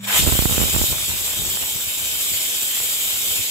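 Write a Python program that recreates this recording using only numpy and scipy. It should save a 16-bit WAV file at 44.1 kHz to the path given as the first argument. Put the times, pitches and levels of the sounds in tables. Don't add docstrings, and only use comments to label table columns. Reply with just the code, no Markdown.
import sys
import numpy as np
from scipy import signal
from scipy.fft import rfft, irfft
from scipy.io import wavfile
from scipy.ndimage import uniform_filter1d

SR = 44100
rng = np.random.default_rng(int(sys.argv[2]) if len(sys.argv) > 2 else 0)


def pcm_store(signal):
    levels = np.round(np.clip(np.atleast_2d(signal), -1, 1) * 32767)
    wavfile.write(sys.argv[1], SR, levels.astype(np.int16).T)


N = 154350
T = np.arange(N) / SR

# time in seconds, hiss level in dB, extra level of the low mids in dB,
# extra level of the treble in dB.
STEAM_COURSE = [(0, -38, 8, -19), (0.026, -40.5, 10, 0), (.031, -36, 12, -15), (.05, -24, -3, -13),
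                (.068, -32.5, 13, 2), (.082, -24.5, 17, -7), (.13, -16, 8.5, -4.5), (.17, -14, 9, -2),
                (.2, -13, -10, -11.5), (0.262, -18.5, 3, -1), (.46, -20, -1.5, -2), (.54, -18.5, 0, -4),
                (.92, -18.5, -4.5, -3), (.935, -21.5, -1.5, -4), (1.15, -21.5, 0, -3.5),
                (1.66, -22.5, -2, -3), (1.85, -23.5, 0, -3), (2.22, -21, -1, -2.5), (2.5, -20, -3, -4.5),
                (2.8, -21, -0.5, -2.5), (3.3, -20, -1.5, -3), (3.5, -20, -3.5, -6.5)]
COURSE_S, HISS_DB, LOW_MID_DB, TREBLE_DB = np.transpose(STEAM_COURSE)


def gain_of(db):
    return 10 ** (np.asarray(db) / 20)


def evened(x):
    return x / np.sqrt(np.mean(x ** 2) + 1e-20)


def read_spectrum(points, hz):
    f, db = np.transpose(points)
    return np.interp(np.log(hz + 1), np.log(f + 1), db)


def filtered(x, hz, kind, order=2):
    return signal.sosfilt(signal.butter(order, hz, kind, fs=SR, output="sos"), x)


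def coloured(x, db):
    hz = np.fft.rfftfreq(x.shape[-1], 1 / SR)
    return irfft(rfft(x) * gain_of(db(hz)), x.shape[-1])


def random_impulses(per_s, spread_db, most):
    size = gain_of(spread_db * np.minimum(rng.exponential(1, (2, N)), most))
    sign = rng.choice([-1., 1.], (2, N))
    return size * sign * (rng.random((2, N)) < per_s / SR)


def background():
    # frequency in Hz, RMS level in dB.
    tones = [(113.0, -46), (199.2, -39.5)]
    # frequency in Hz, relative level in dB.
    room_spectrum = [(30, -10), (60, 0), (200, 13), (400, -16), (1700, -32), (7800, -30), (15700, -40)]
    hum = sum(np.sqrt(2) * gain_of(db) * np.sin(2 * np.pi * (hz * T + rng.random())) for hz, db in tones)
    noise = coloured(rng.standard_normal((2, N)), lambda hz: read_spectrum(room_spectrum, hz))
    fade = gain_of(np.interp(T, [.11, .17], [0, -20]))
    return fade * (hum + gain_of(-46) * evened(noise))


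def droplet_tick(x):
    return filtered(filtered(x, 1365, "low"), 343.2, "high", order=3)


def spatter():
    # time in seconds, peak level in dB.
    spits = [(.983, -20), (1.1, -21.5), (1.15, -29), (1.335, -18), (1.45, -18), (1.49, -22.5), (1.54, -23),
             (1.5724, -15), (1.632, -21.5), (1.69, -27), (2.298, -32), (2.803, -17)]
    patter = evened(droplet_tick(random_impulses(per_s=400, spread_db=3.5, most=5)))
    drying_db = np.interp(T, [1.7, 2.0], [0, -9])
    port_db = [[-6], [0]]
    patter_db = np.interp(T, COURSE_S, HISS_DB) - 18.5 + drying_db + port_db

    big = np.zeros((2, N))
    for at, db in spits:
        big[1, round(at * SR)] = gain_of(db)
    tick_peak = droplet_tick(np.eye(1, 400)[0]).max()
    return patter * gain_of(patter_db) + droplet_tick(big) / tick_peak


def port_cut(x):
    return filtered(x, 58, "high", order=4)


def pressure_jumps():
    # time in seconds, step size in dB before filtering, direction.
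    jumps = [(0.2247, -12.5, -1), (0.2303, -18, 1), (0.2673, -6.5, -1), (0.275, 0, 1), (0.2787, -27, -1),
             (0.2828, -12, 1), (0.2906, -10, 1), (0.32, -12, -1), (0.3234, -2.5, 1), (0.3264, -7.5, 1),
             (0.3533, -7, -1), (0.3911, 1.5, 1), (0.4235, -6.5, 1), (0.4549, -4.5, -1), (0.4567, 2, 1),
             (0.5118, -7, -1), (0.5259, -8, 1), (0.5344, -16, 1), (0.5795, -9, -1), (0.5805, -1, 1),
             (0.5976, -10.5, 1), (0.6042, -6.5, -1), (0.616, -4.5, 1), (0.6298, -7.5, 1),
             (0.6387, -6.5, -1), (0.656, -9, 1), (0.731, -22, -1), (0.7412, -10, 1), (0.7452, -13, -1),
             (0.7496, -7, -1), (0.7635, -3, 1), (0.7855, -12.5, -1), (0.8159, -4, 1)]
    kicks = np.zeros(N)
    for at, db, direction in jumps:
        kicks[round(at * SR)] += np.sign(direction) * gain_of(db)
    return port_cut(filtered(np.cumsum(kicks), 2930, "low"))


def draught():
    # time in seconds, left level in dB, right level in dB.
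    buffeting = [(.14, -34, -58), (.17, -33, -50), (.205, -22, -43), (.215, -28, -22), (.26, -34, -17),
                 (.36, -31, -28.5), (.44, -32, -28.5), (.53, -32, -24), (.61, -35, -22.5), (.7, -35, -27),
                 (.77, -30, -33), (.84, -28, -23), (.86, -31, -51), (.92, -33, -23.5), (1.03, -38.5, -68),
                 (1.11, -31, -37), (1.2, -37.5, -40), (1.27, -36.5, -61), (1.52, -33, -52),
                 (1.62, -35.5, -42), (1.7, -44.5, -65), (1.77, -32, -58), (1.82, -50, -60),
                 (1.88, -38, -44), (1.97, -61, -45), (2.02, -44.5, -39), (2.1, -53, -44), (2.17, -42, -44),
                 (2.24, -68, -47), (2.33, -32, -36.5), (2.41, -55, -54), (2.46, -42, -43), (2.52, -72, -50),
                 (2.77, -70, -47), (2.81, -82, -35), (2.87, -56, -47), (3.12, -84, -43), (3.16, -50, -43),
                 (3.25, -48, -47.5), (3.32, -76, -39), (3.36, -55, -49), (3.4, -30, -41), (3.45, -80, -47)]
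    EDDY_SOFT_HZ = (420, 2000)
    s, left, right = np.transpose(buffeting)
    level = gain_of([np.interp(T, s, db, left=-80) for db in (left, right)])

    slow = evened(filtered(rng.standard_normal((2, N)), 25, "low"))
    lumps = gain_of(1.5 * slow)
    rumble = port_cut(filtered(rng.standard_normal((2, N)) * lumps, 106, "low", order=4))

    kicks = lumps * random_impulses(per_s=220, spread_db=3.5, most=4)
    eddies = port_cut(np.cumsum(kicks, axis=1))
    eddies = np.array([evened(filtered(e, hz, "low")) for e, hz in zip(eddies, EDDY_SOFT_HZ)])

    turbulence = evened(eddies + gain_of(-4.5) * evened(rumble))
    return level * turbulence + [np.zeros(N), pressure_jumps()]


def vent_power(hz):
    # frequency in Hz, relative spectral density in dB per Hz.
    broad = [(60, -56), (200, -22.5), (310, -16), (600, -16), (1100, -19), (1700, -16), (2100, -15.5),
             (2400, -7.5), (4100, -11.5), (5500, -11.5), (6300, -10.5), (8800, -9), (11000, -4.5),
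             (14000, -2.5), (15600, -11)]
    # frequency in Hz, width 6 dB below the peak in Hz, peak in dB.
    cavity = [(2204, 120, -7.5), (2540, 130, -13), (3130, 230, -2), (3330, 150, -2.5), (3700, 560, -5),
              (7220, 530, -4), (7710, 590, -3.5), (7920, 970, -6.5)]
    # frequency in Hz, width at half the dB depth in Hz, depth in dB.
    notches = [(3940, 50, -4), (5810, 53, -9.5), (6320, 140, -8), (8900, 230, -2)]
    power = gain_of(2 * read_spectrum(broad, hz))
    power += sum(gain_of(2 * db) / (1 + (2 * (hz - f) / w) ** 2) ** 2 for f, w, db in cavity)
    dips_db = sum(db / (1 + (2 * (hz - f) / w) ** 2) for f, w, db in notches)
    return power * gain_of(2 * dips_db)


def jets():
    JETS, WINDOW, HOP = 3, 512, 128
    SWELL_DB, FLICKER_DB, PATCH_DB = .5, 1.5, 2
    frames, hz = N // HOP + 5, np.fft.rfftfreq(WINDOW, 1 / SR)
    t = np.arange(frames) * HOP / SR

    swell = evened(sum(np.sin(2 * np.pi * (f * t + rng.random())) / np.sqrt(f)
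                       for f in np.geomspace(4, 40, 24)))
    flicker = uniform_filter1d(rng.standard_normal(frames), size=4)
    flicker = evened(flicker - uniform_filter1d(flicker, size=28))
    patches = uniform_filter1d(rng.standard_normal((frames, len(hz))), size=14, axis=0)
    patches = evened(uniform_filter1d(patches, size=4, axis=1))

    low_mid_band = 1 / (1 + (hz / 2610) ** 6) / (1 + (650 / (hz + 1)) ** 4)
    lid_ring = 0.43 / (1 + (2 * (hz - 930) / 300) ** 2)
    treble_band = 1 / (1 + (8700 / (hz + 1)) ** 4)
    db = PATCH_DB * patches + (SWELL_DB * swell + FLICKER_DB * flicker)[:, None]
    db += np.interp(t, COURSE_S, LOW_MID_DB)[:, None] * (low_mid_band + lid_ring)
    db += np.interp(t, COURSE_S, TREBLE_DB)[:, None] * treble_band

    noise = rng.standard_normal((JETS, frames, len(hz), 2)) @ [1, 1j]
    spectra = noise * np.sqrt(vent_power(hz)) * gain_of(db)
    hiss = signal.istft(spectra.transpose(0, 2, 1), nperseg=WINDOW, noverlap=WINDOW - HOP)[1][:, :N]
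    return evened(hiss)


def kitchen(x):
    # frequency in Hz, gain in dB.
    direct = [(300, -17), (1500, -19.5), (3000, -8), (5000, -3), (7500, 0.5), (10000, -10), (15000, -6)]
    T60_S, RISE_S, LAG_SAMPLES = 0.24, 0.0063, 6
    t = T[:SR // 2]
    envelope = gain_of(-60 * t / T60_S) * np.minimum(t / RISE_S, 1)
    tails = rng.standard_normal((2, len(x), len(t))) * envelope
    tails /= np.linalg.norm(tails, axis=2, keepdims=True)
    diffuse = signal.fftconvolve(x[None], tails, axes=2)[:, :, :N].sum(1)
    near = coloured(x.sum(0), lambda hz: read_spectrum(direct, hz))
    return diffuse + [near, np.roll(near, LAG_SAMPLES)]


def steam():
    def low_share(hz):
        return 1 / (1 + (hz / 1360) ** 4)

    hiss = jets()
    low = coloured(hiss[:2], lambda hz: 10 * np.log10(low_share(hz)) + 6)
    high = coloured(kitchen(hiss), lambda hz: 10 * np.log10(1 - low_share(hz) + 1e-9))
    return evened(low + high) * gain_of(np.interp(T, COURSE_S, HISS_DB))


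def scene():
    return background() + spatter() + draught() + steam()


def record(dry):
    overloaded = np.tanh(dry)
    band_limit = signal.firwin(1023, 15730, window=("kaiser", 10), fs=SR)
    return signal.oaconvolve(overloaded, band_limit[None], "same")


dry = scene()
out = record(dry)
pcm_store(out)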